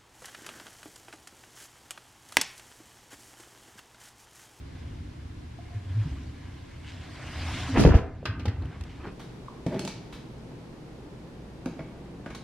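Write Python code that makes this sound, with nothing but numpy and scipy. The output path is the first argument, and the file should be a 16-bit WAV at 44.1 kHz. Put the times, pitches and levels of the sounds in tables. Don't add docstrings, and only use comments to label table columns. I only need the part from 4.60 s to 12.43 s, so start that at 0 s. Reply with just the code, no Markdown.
import sys
import numpy as np
from scipy import signal
from scipy.fft import rfft, irfft, next_fast_len
from scipy.io import wavfile
from scipy.ndimage import uniform_filter1d

SR = 44100
rng = np.random.default_rng(int(sys.argv[2]) if len(sys.argv) > 2 else 0)


def to_wav(sig):
    pcm = np.clip(np.atleast_2d(sig), -1, 1) * 32767
    pcm = np.round(pcm).astype(np.int16)
    wavfile.write(sys.argv[1], SR, pcm.T)


N = 345325
TIME = np.arange(N) / SR

# nominal frequency in Hz, relative level in dB, t60 in seconds.
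CABINET_MODES = [(57.3, -6.5, 0.42), (113.2, -2.5, 0.17), (146, -7, 0.23), (182, -3.5, 0.15),
                 (209.6, -2, 0.15), (267.6, 0, 0.15), (311, -0.5, 0.074), (357.3, -6.5, 0.15),
                 (396, 0.5, 0.061), (460, 1.5, 0.04), (505, -8, 0.068), (588, -15, 0.09),
                 (653, -2.5, 0.039), (759, -9, 0.066), (932, -12, .12), (1150, -25, 0.12), (1470, -31, 0.2)]
# nominal frequency in Hz, relative level in dB, t60 in seconds.
LATCH_RINGS = [(1275, -2, .06), (1520, -5, .05), (1610, -4, .055), (1880, -2, .06), (2406, -8, 0.061),
               (2625, -2, 0.081), (2760, 2, 0.055)]
# frequency in Hz, relative dB per Hz.
DOOR_RATTLE = [(150, -11.5), (400, -7), (700, 2.5), (1100, -1), (1600, -2.5), (2700, -7), (4000, -26),
               (8000, -61)]
PANEL_RATTLE = [(200, -51), (600, 3), (1200, 1), (1750, -2), (2300, -3), (3000, -10.5), (5000, -20.5),
                (10000, -49)]
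# frequency in Hz, relative dB per Hz.
HARD_TICK = [(1500, -4), (3200, 7.5), (5800, 3.5), (11000, -10), (15500, -23)]
# frequency in Hz, side minus mid in dB.
DRUM_SPREAD = [(60, -34), (200, -6.5), (700, -10), (1800, -13.5), (3500, -1), (6500, 4), (10000, 11)]
ROOM_SPREAD = [(100, -31), (400, -18), (1000, -17), (2000, -10), (4000, -6), (10000, 6.5)]
# peak time in seconds, rustle level in dB, drum air level in dB,
# fall time constant in seconds.
CLOTH_STROKES = [(.2, -62, -61, 0.46), (1.14, -61.5, -61.5, 0.4), (1.45, -53.5, -60.5, 0.28),
                 (1.87, -63, -60, .33), (4.13, -67, -60, 0.19)]


def door():
    # start in seconds, cabinet ring in dB, clatter in dB, tick in dB,
    # clatter time constant in seconds, resonance of the struck spot in Hz.
    slam_blows = [(3.161, -31, -28, -53, 0.0057, 950), (3.172, -12.5, -20, -43, 0.0055, 810),
                  (3.180, -23.5, -31.5, -41, 0.018, 2450), (3.194, -14.5, -26.5, -35.5, 0.014, 450),
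                  (3.208, -23, -30, -45, 0.013, 1500), (3.220, -19.5, -33, -39, .012, 470),
                  (3.237, -24, -18, -33.5, 0.0026, 1080), (3.251, -7.5, -18, -37, .0035, 755),
                  (3.262, -16.5, -26.5, -40, 0.0054, 1520), (3.273, -12.5, -35, -41, .006, 400),
                  (3.289, -18.5, -30.5, -46.5, 0.012, 480), (3.303, -23, -29, -53, 0.01, 1430),
                  (3.319, -23, -27.5, -58, 0.011, 1000), (3.342, -15.5, -27, -50, 0.0094, 464),
                  (3.350, -17.5, -30.5, -45, 0.013, 1520), (3.386, -35, -32, -60, 0.006, 740)]
    latch_blows = [(3.654, -35, -28, -37, 0.012, 1550), (3.795, -43, -42, -51.5, 0.014, 2270),
                   (3.855, -30, -36.5, -40, 0.011, 795), (3.880, -34, -41.5, -45, 0.013, 1910),
                   (4.466, -33.5, -49, -66, 0.014, 650)]
    # frequency in Hz, relative dB per Hz.
    latch_rattle = [(200, -8), (600, -4.5), (1400, 1), (2800, -5), (3600, -9.5), (5200, -14), (6500, -32),
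                    (10000, -42)]
    door_tick = [(1500, -34), (3000, -2.5), (5000, -6.5), (6500, -12.5), (9000, -24), (15000, -36)]
    # frequency in Hz, t60 in seconds.
    drum_decay = [(80, 0.95), (300, 0.5), (800, 0.58), (1800, 0.58), (4000, 0.28), (9000, 0.17)]

    seal_hz = 520
    cushioned = [(hz, db - 10 * np.log10(1 + (hz / seal_hz) ** 2), t60) for hz, db, t60 in CABINET_MODES]
    slam = strikes(slam_blows, cushioned, LATCH_RINGS, DOOR_RATTLE, door_tick, DRUM_SPREAD,
                   tick_share=2.2, high_db=-23, spot_db=-3, contact_s=0.00045)
    latch = strikes(latch_blows, CABINET_MODES, LATCH_RINGS, latch_rattle, door_tick, DRUM_SPREAD,
                    tick_share=0.46, high_db=-10.5, spot_db=-4, contact_s=0.0012)
    slam += shudder()
    slam[0] = colour(slam[0], [(5500, -1.5), (7200, 0.5), (8500, -29), (12000, -33)])
    tail = ring_out(amp(-11.5) * slam + amp(-7) * latch, drum_decay, DRUM_SPREAD)
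    tail = colour(tail, [(70, 4.5), (200, -9.5), (400, 0.5)])
    return slam + latch + tail + thumps()


def shudder():
    # peak time in seconds, boom in dB before its treble cut, chatter in dB,
    # fall time constant in seconds.
    shudder_swells = [(3.166, -29, -29.5, 0.033), (3.215, -33.5, -44, 0.018), (3.278, -31, -35, 0.022),
                      (3.335, -34, -34, .014), (3.375, -31, -41, .025)]
    # frequency in Hz, gain in dB.
    boom_cut = [(500, 0), (800, -0.5), (1500, -17), (4000, -43)]

    peaks = [(hz, 1.7 / t60, db) for hz, db, t60 in CABINET_MODES]
    boom = evened(resonate(grains(per_s=900, spread_db=3), peaks))
    boom = colour(boom, boom_cut)
    chatter = evened(colour(grains(per_s=2500, spread_db=2), DOOR_RATTLE))
    mid = swells(shudder_swells) * boom + swells(shudder_swells, column=2) * chatter
    return np.array([mid, np.zeros(N)])


def thumps():
    # start in seconds, peak in dB,
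    # initial frequency in Hz, length in seconds.
    pushes = [(1.137, -25.5, 107.3, 0.072), (1.231, -30, 97, 0.21), (1.34, -19, 112, 0.12),
              (1.445, -27.5, 156, 0.05), (1.485, -26.5, 73, 0.096), (1.559, -32, 72, 0.14),
              (3.084, -26.5, 276.4, 0.062), (3.124, -23.5, 100, 0.057), (3.131, -26.5, 270, 0.048),
              (3.168, -16, 70, .022), (3.198, -15.5, 108, 0.034), (3.246, -4.5, 149, 0.022),
              (3.2487, -9, 563, 0.0042), (3.251, -8, 59, 0.04), (3.301, -7, 72, 0.026),
              (3.3454, -1.5, 72.6, 0.024), (3.677, -24, 103.4, 0.053), (3.868, -16.5, 95, 0.046),
              (3.963, -28, 83.5, 0.054), (4.195, -27.5, 77, 0.052)]
    skew = 0.81
    sag = 0.077

    mix = np.zeros((2, N))
    for s, db, hz, length in pushes:
        progress = np.linspace(0, 1, round(length * SR))
        turns = np.cumsum(hz * (1 - sag * progress)) / SR
        envelope = np.sin(np.pi * progress ** skew) ** 2
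        add(mix[0], s, amp(db) * envelope * np.sin(2 * np.pi * turns))
    return mix


def swing():
    # frequency in Hz, relative dB per Hz.
    swish_colour = [(300, -8.5), (470, -10), (700, -2), (860, -5), (1050, -5.5), (1300, -7), (1700, -5.5),
                    (2900, -7.5), (5500, -17), (9000, -28), (13000, -69.5)]
    # frequency in Hz, side minus mid in dB.
    swish_width = [(300, -27), (2400, -33), (3700, -7), (6000, -1), (9000, 5), (13000, 45), (15000, -11)]

    strokes = swells(CLOTH_STROKES) * flutter(depth_db=1.5, size=350)
    strength = stirring(rest_db=-66.5, swing_db=-38.5, strokes=strokes)
    air = patchy(wide_noise(swish_colour, swish_width), depth_db=2.5, size=6)
    return strength * air * flutter(depth_db=0.04, size=300)


def gust():
    # peak time in seconds, buffeting in dB, hiss in dB,
    # fall time constant in seconds.
    door_puffs = [(3.205, -19.5, -34.5, 0.029), (3.275, -16.5, -55, 0.023), (3.37, -36, -54, .025)]
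    # frequency in Hz, relative dB per Hz.
    buffet_colour = [(30, -15), (80, -3), (130, -4), (280, -1), (500, -14), (1200, -29), (4000, -49)]
    hiss_colour = [(800, -14), (2500, -12), (7000, 1), (12500, -4), (14500, -10), (16000, -37)]

    buffet = swells(door_puffs) * noise(buffet_colour)
    hiss = swells(door_puffs, column=2) * noise(hiss_colour) * flutter(depth_db=2, size=90)
    return np.array([np.zeros(N), buffet + hiss])


def panel():
    # start in seconds, panel ring in dB, clatter in dB, tick in dB,
    # clatter time constant in seconds, resonance of the struck spot in Hz, flex in dB, flex in Hz.
    hand_knocks = [(5.064, -23, -39, -43, 0.0062, 700, -17.5, 148),
                   (5.123, -33, -51, -60, 0.0072, 2100, -37, 540),
                   (5.143, -26.5, -44.5, -53, 0.0084, 3360, -35, 617),
                   (5.915, -44, -66, -75, .008, 900, -36, 145),
                   (7.058, -30, -34.5, -42, 0.0038, 1250, -28, 266),
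                   (7.070, -34, -52, -65, 0.0082, 750, -32, 200),
                   (7.192, -34.5, -43, -70, 0.006, 2130, -42, 630),
                   (7.205, -39.5, -46, -70, 0.0048, 840, -43, 293),
                   (7.660, -36, -39, -55.5, 0.01, 1480, -43, 190)]
    # start in seconds, tick in dB, clatter in dB,
    # clatter time constant in seconds, resonance of the struck spot in Hz.
    nail_clicks = [(5.193, -30.5, -35.5, .0035, 4500), (5.250, -32.5, -44, 0.0034, 5000),
                   (5.276, -33, -32.5, 0.0043, 3700), (7.703, -55, -42, 0.012, 2320),
                   (7.718, -64, -56, .008, 2250), (7.748, -43.5, -42, 0.0095, 3640)]
    # nominal frequency in Hz,
    # relative level in dB, t60 in seconds.
    panel_modes = [(122, -4, 0.17), (160.4, -1, 0.32), (198, -13.5, 0.18), (266, 1, 0.11), (342, -3, 0.16),
                   (468, -4.5, 0.051), (543, -2.5, 0.054), (659, -3.5, 0.065), (820, -7.5, 0.066),
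                   (920, -15, 0.07), (1180, -20, 0.049)]
    trim_modes = [(883, 2, 0.05), (1014, -12, 0.04), (1195, -7, 0.04), (1550, 9, 0.062), (1910, -3, 0.038),
                  (2220, 10, 0.05), (2870, -27, 0.027), (3470, -15, .025)]
    # start in seconds, peak in dB, frequency in Hz, rise in seconds.
    squeaks = [(.987, -41.5, 698, 0.0036), (1.09, -56.5, 706, 0.043), (1.72, -58.5, 1710, 0.063),
               (3.629, -30.5, 507, 0.0009), (4.883, -32, 1070, 0.0016)]
    # frequency in Hz, t60 in seconds.
    room_decay = [(100, 0.23), (500, 0.45), (2000, 0.59), (5000, 0.54), (12000, 0.22)]
    nail_ring_db = -2.5
    flex_rise_s = 0.0041

    knocks = [blow for *blow, _, _ in hand_knocks]
    clicks = [(s, tick + nail_ring_db, clatter, tick, decay, hz)
              for s, tick, clatter, decay, hz in nail_clicks]
    hits = strikes(knocks + clicks, panel_modes, trim_modes, PANEL_RATTLE, HARD_TICK, ROOM_SPREAD,
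                   tick_share=0.8, high_db=-12, spot_db=-4, contact_s=0.00041)
    hits = signal.sosfilt(signal.butter(2, 115, "highpass", fs=SR, output="sos"), hits)
    flex = pulses([(s, db, hz, flex_rise_s) for s, *_, db, hz in hand_knocks])
    direct = hits + flex + judder() + scuffs() + pulses(squeaks)
    echo = ring_out(direct, room_decay, ROOM_SPREAD)
    return direct + colour(echo, [(150, -3.0), (1000, -7.5), (5000, -1.0)])


def judder():
    # peak time in seconds, lowest mode in dB and other modes in dB,
    # both before the filter, fall time constant in seconds.
    hand_strokes = [(5.089, -29, -39.5, 0.021), (5.126, -42, -30.5, .02), (5.168, -30, -33.5, .015),
                    (5.212, -35, -34, 0.014), (5.25, -33, -48, 0.022), (5.36, -42, -70, 0.045)]
    # frequency in Hz, width in Hz, relative level in dB.
    sheet_peaks = [(182, 25, 0), (346, 26, 1.5), (524, 52, -23), (595, 29, -3.5), (812, 26, -7),
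                   (1370, 65, -24)]
    # frequency in Hz, gain in dB.
    sheet_filter = [(600, -0.5), (850, -3.5), (1100, -7), (2000, -2.5), (4000, -12.5), (8000, -17)]

    slips = grains(per_s=1200, spread_db=1.0)
    lowest = evened(resonate(slips, sheet_peaks[:1]))
    others = evened(resonate(slips, sheet_peaks[1:]))
    shake = swells(hand_strokes) * lowest + swells(hand_strokes, column=2) * others
    return np.array([colour(shake, sheet_filter), np.zeros(N)])


def scuffs():
    # start in seconds, overall level in dB.
    finger_scuffs = [(4.594, -49), (5.524, -47)]
    # frequency in Hz, width in Hz, relative level in dB.
    trim_peaks = [(2300, 350, -17), (3230, 500, 7), (3730, 670, 5), (4900, 430, -4)]
    rise_s, decay_s, ring_db = 0.0027, 0.029, -3

    mix, t = np.zeros((2, N)), np.arange(SR // 2) / SR
    envelope = np.minimum(t / rise_s, 1) * np.exp(-t / decay_s)
    for s, db in finger_scuffs:
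        sound = amp(-13) * wide_noise(HARD_TICK, ROOM_SPREAD, len(t))
        sound += amp(1) * wide_noise(PANEL_RATTLE, ROOM_SPREAD, len(t))
        sound[0] += amp(ring_db) * evened(resonate(rng.standard_normal(len(t)), trim_peaks))
        add(mix, s, amp(db) * sound * envelope)
    return mix


def handling():
    # peak time in seconds, level in dB, fall time constant in seconds.
    fabric_crinkles = [(2.285, -48.5, 0.059), (2.43, -53.5, 0.045), (2.83, -51, .03), (2.94, -44.5, .06),
                       (3.03, -44, 0.019), (4.3, -58, 0.12)]
    microphone_drags = [(3.96, -60, .04), (4.04, -48.5, 0.067), (4.125, -47.5, 0.077), (4.26, -55, 0.13),
                        (4.41, -47.5, .06), (4.452, -37.5, 0.022), (4.48, -41, 0.022)]
    # frequency in Hz, relative dB per Hz.
    crinkle_colour = [(600, -30), (1100, -17), (1600, 2), (3000, 1), (5000, -10), (8000, -17), (12000, -47)]
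    drag_colour = [(100, -3), (300, 1.5), (600, -5.5), (1100, -5), (1700, -10), (2600, -16), (4500, -31),
                   (9000, -59)]
    # start in seconds, cabinet ring in dB, clatter in dB,
    # tick in dB, clatter time constant in seconds, resonance of the struck spot in Hz.
    fastener_ticks = [(4.022, -57, -51, -63, .005, 4000), (4.055, -57, -51, -56, 0.0038, 3000),
                      (4.210, -60, -45, -41, 0.0027, 2900), (4.237, -60, -51, -48, .004, 2500)]

    crinkle = evened(colour(grains(per_s=2500, spread_db=1), crinkle_colour))
    drag = evened(colour(grains(per_s=5700, spread_db=2.0), drag_colour))
    friction = swells(fabric_crinkles) * crinkle + swells(microphone_drags) * drag
    ticks = strikes(fastener_ticks, CABINET_MODES, LATCH_RINGS, DOOR_RATTLE, HARD_TICK, DRUM_SPREAD,
                    tick_share=0.7, high_db=-7, spot_db=-2, contact_s=0.00056)
    return ticks + np.array([patchy(friction, depth_db=2.5, size=4), np.zeros(N)])


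def cloth():
    # frequency in Hz, width in Hz, relative level in dB.
    air_peaks = [(686, 13, -1), (1036, 100, 5.5), (1667, 210, 3), (2030, 240, 1), (2870, 1300, -10)]

    rubbing = rng.standard_normal(N) * flutter(depth_db=1.3, size=700)
    voiced = colour(resonate(rubbing, air_peaks), [(3500, -2), (8000, -15.5), (11000, -37)])
    strength = stirring(rest_db=-69, swing_db=-46.5, strokes=swells(CLOTH_STROKES, column=2))
    return np.array([strength * evened(voiced), np.zeros(N)])


def rumble():
    # peak time in seconds, level in dB, fall time constant in seconds.
    load_shifts = [(.28, -39.5, 0.54), (1.48, -36.5, 0.28), (3.44, -40.5, .09), (3.78, -33.5, 0.23),
                   (4.04, -35, 0.11)]
    # frequency in Hz, relative dB per Hz.
    rumble_colour = [(15, -43), (25, -35), (32, -9.5), (54, -9), (75, 1), (124, -7), (162, -13),
                     (178, -15.5), (220, -23.5), (236, -14), (255, -12), (330, -19.5), (357, -23.5),
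                     (382, -28), (620, -52), (810, -61), (1360, -120)]

    strength = stirring(rest_db=-43.5, swing_db=-33, strokes=swells(load_shifts))
    return np.array([strength * noise(rumble_colour), np.zeros(N)])


def background():
    # frequency in Hz,
    # relative dB per Hz.
    hum_colour = [(20, -23), (58, 6.5), (85, -12), (120, 5.5), (200, -0.5), (330, -2.5), (480, -8),
                  (650, -15), (880, -15.5), (1200, -24.5), (2500, -32.5), (6000, -57)]
    mid_colour = [(30, 17), (300, 6.5), (700, -2), (2000, -8), (5000, -13.5), (8000, -20.5), (12000, -26),
                  (13200, -48)]
    side_colour = [(24, -43), (40, -39), (102, -5), (381, 0.5), (525, -6), (638, -9), (815, -9),
                   (2920, -19), (4010, -19), (5000, -23.5), (9690, -33), (13000, -30.5), (14000, -34)]
    # time in seconds, relative gain in dB.
    hiss_curve = [(0, 2), (3.2, 1.5), (3.5, -11), (4.0, -2), (4.7, 3), (7.8, 1)]

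    outside = level([(0, -32), (4.1, -10), (4.6, -1), (6.5, -1), (7.3, 0.5), (7.8, 0.5)])
    hiss_gain = level(hiss_curve)
    mid = amp(-43.5) * outside * noise(hum_colour) + amp(-54) * hiss_gain * noise(mid_colour)
    side = amp(-57.0) * hiss_gain * noise(side_colour)
    return np.array([mid, side])


def door_motion():
    full_speed_s, stop_s = 2.957, 3.2
    push_db_per_s, coast_db_per_s, stop_db_per_s = 28, 19, 230
    early = np.maximum(full_speed_s - TIME, 0)
    late = np.maximum(TIME - full_speed_s, 0)
    stopped = np.maximum(TIME - stop_s, 0)
    return amp(-push_db_per_s * early - coast_db_per_s * late - stop_db_per_s * stopped)


def in_drum():
    leave_s, outside_s = 4.4, 4.61
    return np.interp(TIME, [leave_s, outside_s], [1, 0])


def stirring(rest_db, swing_db, strokes):
    power = amp(rest_db) ** 2 + (amp(swing_db) * door_motion()) ** 2 + strokes ** 2
    return in_drum() * np.sqrt(power)


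def strikes(rows, modes, high_modes, clatter, tick, width, tick_share, high_db, spot_db, contact_s):
    spot_q = 4.8
    mix, t = np.zeros((2, N)), np.arange(SR // 2) / SR
    for s, ring_db, clatter_db, tick_db, decay, spot_hz in rows:
        parts = wide_noise(clatter, width, len(t))
        spot = resonate(rng.standard_normal(len(t)), [(spot_hz, spot_hz / spot_q, 0)], order=2)
        parts[0] += amp(spot_db) * evened(spot)
        sound = amp(clatter_db) * parts * np.exp(-t / decay)
        sound += amp(tick_db) * wide_noise(tick, width, len(t)) * np.exp(-t / (decay * tick_share))
        sound[0] += amp(clatter_db + high_db) * ringing(high_modes, t, spread_db=-4.0)
        sound *= 1 - np.exp(-t / contact_s)
        sound[0] += amp(ring_db) * ringing(modes, t, spread_db=2.0)
        add(mix, s, sound)
    return mix


def ringing(modes, t, spread_db):
    hz, mode_db, t60 = np.transpose(modes)[:, :, None]
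    share = amp(mode_db + spread_db * rng.standard_normal(hz.shape)) * rng.choice([-1, 1], hz.shape)
    detune = 1 + 0.014 * rng.standard_normal(hz.shape)
    ring = (share * amp(-60 * t / t60) * np.sin(2 * np.pi * hz * detune * t)).sum(0)
    return ring * np.sqrt(2) / np.linalg.norm(share)


def pulses(rows):
    mix, t = np.zeros((2, N)), np.arange(SR // 2) / SR
    for s, db, hz, rise in rows:
        envelope = t / rise * np.exp(1 - t / rise)
        add(mix[0], s, amp(db) * envelope * np.sin(2 * np.pi * hz * t))
    return mix


def ring_out(direct, t60, width):
    hz, t, z = signal.stft(rng.standard_normal((2, SR)), SR, nperseg=256)
    decay = amp(-60 * t / read(t60, hz)[:, None])
    build_up = 1 - np.exp(-t / 0.0011)
    tail = signal.istft(z * decay * build_up, SR, nperseg=256)[1]
    tail /= np.linalg.norm(tail[0])
    tail[1] = colour(tail[1], width)
    return signal.fftconvolve(direct[:1], tail, axes=1)[:, :N]


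def resonate(x, peaks, order=1):
    total = 0
    for hz, width, db in peaks:
        section = np.concatenate(signal.iirpeak(hz, hz / width, fs=SR))
        total = total + amp(db) * signal.sosfilt([section] * order, x)
    return total


def grains(per_s, spread_db):
    strength = amp(spread_db * np.minimum(rng.exponential(1, N), 4)) * rng.standard_normal(N)
    return evened(strength * (rng.random(N) < per_s / SR))


def swells(rows, column=1):
    rise_share = 0.53
    power = np.zeros(N)
    for row in rows:
        age = (TIME - row[0]) / row[-1]
        power += amp(row[column]) ** 2 * np.exp(-2 * np.maximum(age, -age / rise_share))
    return np.sqrt(power)


def patchy(x, depth_db, size):
    z = signal.stft(x, nperseg=512)[2]
    field = uniform_filter1d(rng.standard_normal(z.shape[-2:]), size, axis=0)
    field = uniform_filter1d(field, size, axis=1)
    return signal.istft(z * amp(depth_db * evened(field)), nperseg=512)[1][..., :N]


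def flutter(depth_db, size):
    wander = uniform_filter1d(uniform_filter1d(rng.standard_normal(N), size), size)
    return amp(depth_db * evened(wander))


def wide_noise(spectrum, width, size=N):
    return np.array([noise(spectrum, size), colour(noise(spectrum, size), width)])


def noise(spectrum, size=N):
    return evened(colour(rng.standard_normal(size), spectrum))


def colour(x, spectrum):
    size = next_fast_len(x.shape[-1])
    gain = amp(read(spectrum, np.fft.rfftfreq(size, 1 / SR)))
    return irfft(rfft(x, size) * gain, size)[..., :x.shape[-1]]


def read(points, hz):
    f, value = np.transpose(points)
    return np.interp(np.log(hz + 1), np.log(f + 1), value)


def level(rows):
    return amp(np.interp(TIME, *np.transpose(rows)))


def amp(db):
    return 10 ** (np.asarray(db) / 20)


def evened(x):
    return x / np.sqrt(np.mean(x ** 2) + 1e-20)


def add(mix, s, sound):
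    part = mix[..., round(s * SR):][..., :sound.shape[-1]]
    part += sound[..., :part.shape[-1]]


def scene():
    mid, side = door() + swing() + gust() + panel() + handling() + cloth() + rumble() + background()
    return np.array([mid + side, mid - side])


def record(dry):
    low_cut_hz, edge_hz = 24, 15700
    ceiling = 1.05
    heard = signal.sosfilt(signal.butter(1, low_cut_hz, "highpass", fs=SR, output="sos"), dry)
    held = ceiling * np.tanh(heard / ceiling)
    band_limit = signal.firwin(511, edge_hz, window=("kaiser", 9), fs=SR)
    return signal.oaconvolve(held, band_limit[None], "same")


dry = scene()
out = record(dry)
to_wav(out)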